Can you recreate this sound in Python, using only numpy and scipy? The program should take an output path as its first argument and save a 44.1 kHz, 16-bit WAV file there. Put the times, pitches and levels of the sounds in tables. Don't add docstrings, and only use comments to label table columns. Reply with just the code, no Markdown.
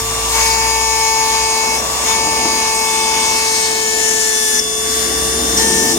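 import sys
import numpy as np
from scipy import signal
from scipy.fft import rfft, irfft, next_fast_len
from scipy.io import wavfile
from scipy.ndimage import uniform_filter1d

SR = 44100
rng = np.random.default_rng(int(sys.argv[2]) if len(sys.argv) > 2 else 0)


def materialize(psi):
    bounded = np.clip(np.atleast_2d(psi).T, -1, 1)
    quanta = np.round(bounded * 32767).astype(np.int16)
    wavfile.write(sys.argv[1], SR, quanta)


N = 263718
TIME = np.arange(N) / SR
RIPPLE_HZ = 100

# t/s, turned away/0-4, left port ahead/ms
PHONE = [(0.4, 0.5, 0.16), (0.9, 0, 0.16), (1.35, 0, 0.16), (1.78, 0.7, 0.14), (2.1, 0.3, 0.14),
         (2.5, 0.06, 0.16), (2.95, 0.8, 0.14), (3.2, 0.6, 0.15), (3.5, 1.36, 0.22), (4.12, 2.1, 0.28),
         (4.35, 3, 0.3), (4.6, 3.05, 0.38), (5.1, 3.5, 0.44), (5.6, 4, 0.39), (5.98, 4, 0.32)]


def undb(db):
    return 10 ** (np.asarray(db) / 20)


def curves(table, times=TIME):
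    s, *columns = np.transpose(table)
    return [np.interp(times, s, column) for column in columns]


def walk(rate_hz, size=N, step=1):
    hold = max(int(SR / step / rate_hz), 1)
    held = np.repeat(rng.standard_normal(size // hold + 1), hold)
    smooth = uniform_filter1d(uniform_filter1d(held, hold), hold)
    return 1.19 * smooth[:size]


def pan(db):
    return undb([[db / 2], [-db / 2]])


def colour(x, hz, db):
    size = next_fast_len(N)
    log_bins = np.log(np.arange(size // 2 + 1) * SR / size + 1)
    gain = undb(np.interp(log_bins, np.log(hz), db))
    return irfft(rfft(x, size) * gain, size)[..., :N]


def ports(hz, left_db, right_db, like, ahead_ms, gate):
    shared, left, right = gate * rng.standard_normal((3, N))
    late = np.interp(TIME - ahead_ms / 1000, TIME, shared)
    like = np.clip(like, .01, .999)
    shared_db, own_db = 10 * np.log10(like), 10 * np.log10(1 - like)
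    left_port = colour(shared, hz, left_db + shared_db) + colour(left, hz, left_db + own_db)
    right_port = colour(late, hz, right_db + shared_db) + colour(right, hz, right_db + own_db)
    out = np.array([left_port, right_port])
    return out / np.std(out.mean(axis=0))


def patchy(x, patchy_db, rate_hz, bands):
    _, times, frames = signal.stft(x, nperseg=256)
    levels = np.array([walk(rate_hz, size=len(times), step=128) for _ in range(bands)])
    place = np.linspace(0, bands - 1, frames.shape[1])
    field = np.array([np.interp(place, np.arange(bands), column) for column in levels.T]).T
    return signal.istft(frames * undb(patchy_db * field), nperseg=256)[1][:, :N]


def engine(pan_db=1.4, waver_db=2.0):
    # t/s, firing rate/Hz, level/dB
    firing = [(0.0, 53.55, -32), (0.5, 57.6, -29.5), (1.2, 59.6, -40.5), (1.46, 60.1, -33),
              (1.56, 60.8, -48), (1.78, 62.66, -34), (2.27, 66.7, -40), (2.95, 64, -50), (3.2, 66.5, -42),
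              (4.45, 65.7, -52.5), (5.08, 66, -35.5), (5.63, 65, -33), (5.9, 65, -47)]
    orders = [(1, 0.5), (2, -10.5)]
    hum_hz, hum_db = 50, -46
    hz, db = curves(firing)
    angle = 2 * np.pi * np.cumsum(hz) / SR
    tones = 0
    for multiple, order_db in orders:
        tones = tones + undb(order_db + waver_db * walk(8)) * np.sin(multiple * angle)
    hum = undb(hum_db + waver_db * walk(3.46)) * np.sin(2 * np.pi * hum_hz * TIME)
    return np.sqrt(2) * (tones * undb(db) + hum) * pan(pan_db)


def street(roar_pan_db=0.5, rumble_pan_db=1.0, boom_pan_db=1.5, roar_ahead_ms=0.29, flicker_db=1.34):
    # t/s, roar level/dB, rumble level/dB, boom level/dB
    passing = [(0.0, -36, -41, -33), (0.25, -31, -37, -39), (0.88, -34.5, -39, -43),
               (1.4, -34.5, -38.5, -42), (1.75, -31, -35.5, -40), (1.93, -28.5, -35, -41),
               (2.27, -27.5, -30.5, -39), (2.5, -30.5, -28, -39), (2.65, -33, -33.5, -41),
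               (3.0, -32.5, -34, -45), (3.6, -34, -35.5, -44), (4.0, -34.5, -35, -46),
               (4.6, -38.5, -34.5, -51), (4.86, -34.5, -33.5, -44), (5.45, -29.5, -25, -37),
               (5.65, -30, -25, -38), (5.98, -31, -25.5, -36)]
    # f/Hz, relative level/dB, likeness of the ports/0-1
    roar = [(348, -17, 0.93), (527, -3, 0.85), (760, -0.5, 0.95), (1120, -2, 0.32), (1200, -3, 1),
            (1500, -15.5, 0.29), (2500, -23, 0.17)]
    rumble = [(110, -21, 0.87), (173, -6.5, 0.92), (218, -3, 0.92), (238, 1, 0.99), (283, -5, 0.79),
              (342, 0, 0.64), (449, -8.5, 0.85), (685, -30.5, 0.58)]
    boom = [(25, -45, 1), (36, -23, 1), (48, -7, 1), (80, 0.5, 0.78), (112, 1.5, 0.85), (160, -6, .96),
            (230, -22, 1)]
    out = 0
    layers = ((roar, roar_pan_db, roar_ahead_ms), (rumble, rumble_pan_db, .05), (boom, boom_pan_db, .05))
    for (spectrum, pan_db, ahead_ms), level_db in zip(layers, curves(passing)):
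        hz, db, like = np.transpose(spectrum)
        noise = ports(hz, db, db - pan_db, like, ahead_ms, 1)
        out = out + noise * undb(level_db + flicker_db * walk(5.975))
    return out


def knocks(pan_db=0.0):
    # t/s, level/dB
    hits = [(2.272, -20), (2.455, -16)]
    # f/Hz, relative level/dB, t60/s
    modes = [(220, -9, .1), (318, -1, 0.088), (620, -16, .05), (883, 5.5, 0.045), (1270, -15, 0.036)]
    out = np.zeros(N)
    for start_s, hit_db in hits:
        age_s = np.clip(TIME - start_s, 0, None)
        for hz, db, t60_s in modes:
            out += undb(hit_db + db - 60 * age_s / t60_s) * np.sin(2 * np.pi * hz * age_s)
    return out * pan(pan_db)


def contact(times):
    # lands/s, landing takes/s, starts to lift/s, lifting takes/s
    strokes = [(-0.5, .07, -0.01, 0.029), (0.28, .08, 1.757, 0.068), (2.03, .07, 4.59, 0.025),
               (5.56, .035, 5.925, 0.03)]
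    settle_s = 0.1
    bite = sum(np.interp(times, [a, a + land, b, b + lift], [0, 1, 1, 0]) for a, land, b, lift in strokes)
    keep = np.exp(-(times[1] - times[0]) / settle_s)
    recent = signal.lfilter([1 - keep], [1, -keep], bite, zi=[keep * bite[0]])[0]
    return bite, bite - recent


def hiss(turns, once_a_turn=0.25, cage=0.082, flicker_db=0.85, patchy_db=1.8, split_hz=9700.0):
    # t/s, level/dB, level above split_hz against the rest/dB
    levels = [(0.0, -23, -4), (0.3, -21.5, -5), (0.45, -22, -1.5), (0.6, -23.5, 0.5), (1.6, -22, -4.5),
              (2.1, -21.5, -6), (2.45, -22.5, -5), (2.91, -22.5, -3), (3.13, -22.5, -6), (3.51, -21.5, -5),
              (4.05, -21.5, -6.5), (4.26, -20.5, -4.5), (4.58, -20, -5), (4.75, -22, -5.5),
              (5.21, -20, -5.5), (5.6, -20.5, -7), (5.98, -20.5, -3)]
    # f/Hz, left/dB per Hz, right/dB per Hz (both relative), likeness of the ports/0-1
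    facing = [(1028, 3, -0.5, 0.74), (1440, -7.5, -12, 0.17), (2150, -7.5, -2.5, 0), (3330, -7, -6.5, 0.4),
              (4240, -4, -3, 0.7), (5250, -0.8, -6.5, 0), (6900, 0.5, -8, 0), (7230, -1.5, 0, 0.23),
              (7670, -14, -11, 0.15), (8080, -9.5, -1.5, 0.05), (9800, -6, -7.5, 0.2),
              (11600, -10.5, -9.5, 0.03), (13200, -17, -13, 0), (15700, -16, -13, 0.1)]
    away_side = [(1000, -10, -20, 0.31), (1630, -2, -6, 0.77), (2020, -2.5, -23, 1),
                 (2810, -8.5, -3, 0.042), (4070, -4.5, -7.5, 0.93), (5330, 2.5, -4.5, 0.098),
                 (6250, 3, -6, 0.36), (7260, 0, -2, 0.12), (7700, -8, -11, 0.19), (8240, -2.5, 5.5, 0.08),
                 (9500, -2.5, -4, 0.13), (11900, -4.5, -7, 0.14), (14100, -8.5, -7, 0.25),
                 (15900, -20, -17, 0.4)]
    low_end = (494, -23, -27, 0.54)
    jump_db = 4.5
    away, ahead_ms = curves(PHONE)
    hiss_db, top_db = curves(levels)
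    gate = 1 + once_a_turn * np.sin(2 * np.pi * turns)
    gate *= 1 + cage * np.sin(2 * np.pi * .585 * turns)
    gate *= 1 + .04 * np.sin(2 * np.pi * RIPPLE_HZ * TIME)
    out, turned = 0, np.clip(away / 2, 0, 1)
    for spectrum, share in ((facing, 1 - turned), (away_side, turned)):
        hz, left_db, right_db, like = np.transpose([low_end] + list(spectrum))
        out = out + np.sqrt(share) * ports(hz, left_db, right_db, like, ahead_ms, gate)
    top = signal.sosfiltfilt(signal.butter(2, split_hz, "high", fs=SR, output="sos"), out)
    out = out + top * (undb(top_db + flicker_db * walk(7.3)) - 1)
    out = patchy(out, patchy_db, 14., bands=24)
    return out * undb(hiss_db + jump_db * contact(TIME)[1] + flicker_db * walk(7))


def rasp(turns, once_a_turn=0.3, pan_db=5.5, like=0.5):
    # t/s, centre f/Hz, width/octaves, level/dB
    band_path = [(0.3, 6400, .2, -34), (1.0, 6500, .2, -36), (1.75, 5200, .2, -34), (2.1, 6500, .2, -36),
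                 (3.0, 6550, 0.18, -32), (3.3, 5300, 0.27, -28), (3.4, 5170, .35, -24.5),
                 (3.65, 5000, 0.34, -24.5), (3.85, 4800, 0.51, -29.5), (4.0, 6300, .4, -25),
                 (4.12, 6600, .25, -22), (4.25, 6700, .25, -22.5), (4.4, 6600, .2, -33),
                 (4.6, 5900, .2, -25), (5.56, 6000, .25, -30), (5.75, 6000, 0.34, -26),
                 (5.95, 6000, .3, -24)]
    chatter_db, chatter_hz = 1.5, 50
    like = np.clip(like, 0, 1)
    shared, *own = rng.standard_normal((3, N))
    grit = np.sqrt(like) * shared + np.sqrt(1 - like) * np.array(own)
    grit = grit * (1 + once_a_turn * np.sin(2 * np.pi * turns)) * undb(chatter_db * walk(chatter_hz))
    bins_hz, times, frames = signal.stft(grit, SR, nperseg=256)
    hz, octaves, db = curves(band_path, times)
    band = np.exp(-.5 * (np.log2((bins_hz[:, None] + 1) / hz) / octaves) ** 2)
    band = band * undb(db) / np.sqrt(np.mean(band ** 2, axis=0))
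    out = signal.istft(frames * band, nperseg=256)[1][:, :N]
    return out * contact(TIME)[0] * pan(pan_db)


def ringing_tones(turns, once_a_turn=0.6, rough_db=3.0, edge_s=0.0023, ahead_rad=1.0):
    # start/s, end/s, multiple of the shaft, left/dB, right/dB
    rings = [(0, 0.018, 12, -27, -34), (0.398, 0.47, 14, -21, -37), (.3, .44, 18, -32, -28),
             (0.403, 0.56, 11, -19.5, -32), (1.77, 1.8, 13, -20, -30), (2.76, 3.058, 19, -38, -26),
             (2.078, 2.134, 8, -28, -29), (2.88, 3.304, 8, -31, -29.5), (3.201, 3.26, 19, -30, -28),
             (3.55, 3.75, 19, -36, -34), (4.591, 4.6, 13, -16, -26), (5.572, 5.604, 13, -17, -21),
             (5.575, 5.62, 18, -30, -22), (5.942, 5.945, 13, -10.5, -17)]
    fade, jolt_rad = .15, .5
    out = np.zeros((2, N))
    rough, jolt = undb(rough_db * walk(150)), jolt_rad * walk(150)
    for start, end, multiple, left_db, right_db in rings:
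        edge = edge_s + fade * (end - start)
        shape = np.interp(TIME, [start - edge, start, end, end + 2 * edge], [0, 1, 1, 0])
        angle = 2 * np.pi * np.round(multiple) * turns + jolt + np.array([[ahead_rad], [0]])
        out += shape * undb([[left_db], [right_db]]) * np.sin(angle)
    return np.sqrt(2) * out * rough * (1 + once_a_turn * np.sin(2 * np.pi * turns))


def whine(turns, waver_hz=5.015, blur_rad=0.024, rough_db=1.0):
    # multiple of the shaft, left/dB, right/dB, left ahead/rad
    cut_facing = [(1, -28, -29, 0.1), (1.585, -43, -44, 0.8), (2, -18, -23, 1.2), (2.585, -32, -33, 0.2),
                  (4, -38, -28, -1.0), (5, -29, -27, 0.3), (5.585, -38, -36, 0.8), (6, -34, -33, 1.5),
                  (6.17, -48, -40, 1.3), (7, -39, -35, 2.3), (7.755, -44, -45, -0.0), (8, -47, -45, 1.9),
                  (9, -37, -46, 2.0), (10, -33, -34, -3.0), (11, -27, -34, -1.9), (12, -26, -35, 2.5),
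                  (13, -33, -36, 0.8), (14, -31, -32, -1.9), (15, -21, -33, -0.6), (16, -36, -35, 3.1),
                  (17, -41, -39, 0.1), (18, -40, -40, -3.0), (19, -35, -33, -1.8), (20, -40, -35, -1.7),
                  (21, -50, -40, 0.0), (22, -44, -42, 0.2), (23, -36, -45, 2.3)]
    cut_aside = [(1, -30, -30, 0.2), (1.585, -46, -44, 1.2), (2, -21, -28, 1.3), (2.585, -31, -38, 0.5),
                 (4, -39, -33, 2.4), (5, -27, -28, 0.9), (5.585, -40, -35, 1.7), (6, -28, -29, 1.9),
                 (6.17, -41, -40, 2.2), (7, -39, -36, 2.8), (7.755, -50, -43, -1.2), (8, -39, -37, 1.2),
                 (9, -37, -44, 2.0), (10, -34, -38, -2.6), (11, -30, -39, -1.8), (12, -34, -35, -0.6),
                 (13, -27, -37, 1.0), (14, -31, -39, 0.5), (15, -27, -37, 0.3), (16, -39, -39, 1.7),
                 (17, -41, -39, -0.0), (18, -38, -36, -1.5), (19, -31, -25, -2.7), (20, -41, -35, -2.1),
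                 (21, -39, -39, 0.0), (22, -39, -44, -1.5), (23, -49, -49, -1.1)]
    cut_turned = [(1, -24, -28, 0.7), (1.585, -37, -39, 1.3), (2, -22, -35, 3.0), (2.585, -38, -40, 2.8),
                  (4, -24, -35, 1.0), (5, -30, -31, 2.0), (5.585, -32, -33, 3.1), (6, -32, -32, 3.1),
                  (6.17, -43, -46, -3.1), (7, -51, -34, -1.0), (7.755, -45, -43, -0.4), (8, -42, -37, 1.8),
                  (9, -36, -48, 2.0), (10, -35, -43, -2.9), (11, -41, -37, 2.6), (12, -35, -40, -2.4),
                  (13, -34, -34, -2.8), (14, -28, -31, -1.7), (15, -32, -39, -0.6), (16, -22, -26, 0.4),
                  (17, -33, -42, -2.4), (18, -45, -38, 1.0), (19, -39, -34, -0.3), (20, -42, -36, -1.5),
                  (21, -50, -50, 0.0), (22, -42, -45, 2.9), (23, -41, -47, -1.7)]
    cut_behind = [(1, -25, -33, 0.6), (1.585, -43, -46, 1.5), (2, -28, -38, -2.0), (2.585, -47, -36, 2.1),
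                  (4, -24, -34, 0.1), (5, -34, -42, 2.1), (5.585, -37, -37, -3.1), (6, -36, -36, -2.4),
                  (6.17, -51, -47, -0.7), (7, -50, -44, -0.1), (7.755, -47, -51, -0.2), (8, -41, -27, -0.3),
                  (9, -39, -48, 2.0), (10, -39, -47, -0.6), (11, -36, -37, -1.2), (12, -31, -36, 0.4),
                  (13, -29, -30, -1.1), (14, -26, -37, 0.8), (15, -31, -36, -2.1), (16, -24, -38, -0.2),
                  (17, -35, -32, -0.1), (18, -50, -38, -2.2), (19, -27, -29, -2.6), (20, -32, -26, -2.9),
                  (21, -39, -34, 0.0), (22, -37, -37, 0.1), (23, -30, -46, -2.3)]
    cut_far = [(1, -23, -30, 0.4), (1.585, -38, -43, 1.4), (2, -27, -35, -0.8), (2.585, -45, -35, 2.1),
               (4, -24, -30, 0.4), (5, -35, -36, 1.8), (5.585, -38, -39, 3.1), (6, -38, -40, -1.8),
               (6.17, -49, -48, -1.1), (7, -39, -33, 1.8), (7.755, -43, -47, -0.1), (8, -35, -30, -3.0),
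               (9, -36, -39, 2.0), (10, -32, -36, -2.9), (11, -33, -43, -2.2), (12, -25, -33, 0.0),
               (13, -25, -34, 0.1), (14, -25, -35, 0.8), (15, -30, -33, 1.8), (16, -24, -37, -1.3),
               (17, -38, -43, -3.1), (18, -34, -27, 3.0), (19, -37, -30, -0.5), (20, -43, -31, 1.6),
               (21, -46, -35, 0.0), (22, -42, -44, -0.9), (23, -48, -51, 0.3)]
    free_facing = [(1, -34, -33, 0.0), (1.585, -41, -44, 1.2), (2, -29, -39, 1.8), (2.585, -29, -27, 0.7),
                   (4, -41, -44, 0.2), (5, -48, -47, 0.4), (5.585, -53, -51, 1.1), (6, -53, -43, 2.4),
                   (6.17, -41, -32, 1.5), (7, -53, -51, 3.1), (7.755, -47, -42, 1.0), (8, -40, -35, 2.3),
                   (9, -52, -52, 2.0), (10, -48, -50, 3.0), (11, -43, -48, -2.7), (12, -30, -40, 2.5),
                   (13, -37, -48, 2.4), (14, -41, -40, 0.1), (15, -32, -40, -0.4), (16, -30, -33, 1.9),
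                   (17, -46, -43, -2.3), (18, -34, -31, -1.0), (19, -43, -37, 1.7), (20, -53, -50, -0.7),
                   (21, -47, -43, 0.0), (22, -52, -46, -0.5), (23, -55, -49, -2.4)]
    free_turned = [(1, -25, -30, 0.6), (1.585, -36, -41, 1.5), (2, -43, -43, 2.9), (2.585, -42, -32, 0.7),
                   (4, -40, -47, 0.2), (5, -39, -47, 1.6), (5.585, -53, -53, -2.7), (6, -53, -53, -0.5),
                   (6.17, -41, -43, -0.3), (7, -50, -45, 1.4), (7.755, -44, -39, 1.5), (8, -34, -26, 1.3),
                   (9, -42, -45, 2.0), (10, -47, -44, -2.9), (11, -36, -43, -1.5), (12, -28, -40, 0.3),
                   (13, -42, -49, -0.0), (14, -31, -40, 1.3), (15, -30, -48, 2.8), (16, -28, -36, 1.0),
                   (17, -48, -49, -1.8), (18, -39, -37, 2.1), (19, -40, -42, 1.9), (20, -40, -34, -1.1),
                   (21, -42, -41, 0.0), (22, -33, -35, -0.1), (23, -48, -53, 1.3)]
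    poses = np.array([cut_facing, cut_aside, cut_turned, cut_behind, cut_far, free_facing, free_turned])
    step = 64
    trim_db, jump_db, waver_db, quick_db = 0.21, 1.5, 1.2, 1.2
    slow = TIME[::step]

    def slow_walk(rate_hz):
        return walk(rate_hz, size=len(slow), step=step)

    bite, jump = contact(slow)
    whine_db = trim_db + jump_db * jump
    away = np.clip(curves(PHONE, slow)[0], 0, 4)
    cut = bite * np.clip(1 - abs(away - np.arange(5)[:, None]), 0, 1)
    facing = np.clip(1 - away / 2, 0, 1)
    share = np.array([*cut, (1 - bite) * facing, (1 - bite) * (1 - facing)])
    mains = 2 * np.pi * RIPPLE_HZ * TIME
    angle = 2 * np.pi * turns + blur_rad * walk(60)
    angle += .006 * np.sin(mains)
    out = np.zeros((2, N))
    for k, multiple in enumerate(poses[0, :, 0]):
        ahead = np.unwrap(np.angle(np.exp(1j * poses[:, k, 3]) @ share))
        start = 2 * np.pi * rng.random()
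        both_db = whine_db + quick_db * multiple / 10 * slow_walk(20)
        both_db += rough_db * bite * multiple / 10 * slow_walk(90)
        for side, lead in enumerate((ahead, 0 * ahead)):
            db = poses[:, k, 1 + side] @ share + both_db + waver_db * slow_walk(waver_hz)
            phase = multiple * angle + start + np.interp(TIME, slow, lead)
            out[side] += np.interp(TIME, slow, undb(db)) * np.sin(phase)
    return np.sqrt(2) * out * (1 + .06 * np.sin(mains))


def scene():
    # t/s, speed/Hz
    shaft = [(0.0, 446.7), (0.37, 448.8), (0.57, 446.7), (0.9, 444.2), (1.15, 443.2), (1.8, 442.3),
             (2.13, 445.2), (2.7, 441.6), (3.05, 441.3), (3.4, 442.1), (3.67, 440.7), (4.09, 439.8),
             (4.32, 437.8), (4.59, 433.9), (4.92, 439.7), (5.31, 444.6), (5.64, 447.9), (5.93, 445.4)]
    turns = np.cumsum(curves(shaft)[0]) / SR
    background = engine() + street() + knocks()
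    return background + hiss(turns) + rasp(turns) + ringing_tones(turns) + whine(turns)


def record(dry):
    highpass = signal.butter(4, 40, "high", fs=SR, output="sos")
    lowpass = signal.ellip(10, .2, 80, 15900, fs=SR, output="sos")
    clipped = np.clip(signal.sosfilt(highpass, dry), -1, 1)
    return signal.sosfilt(lowpass, clipped)


dry = scene()
out = record(dry)
materialize(out)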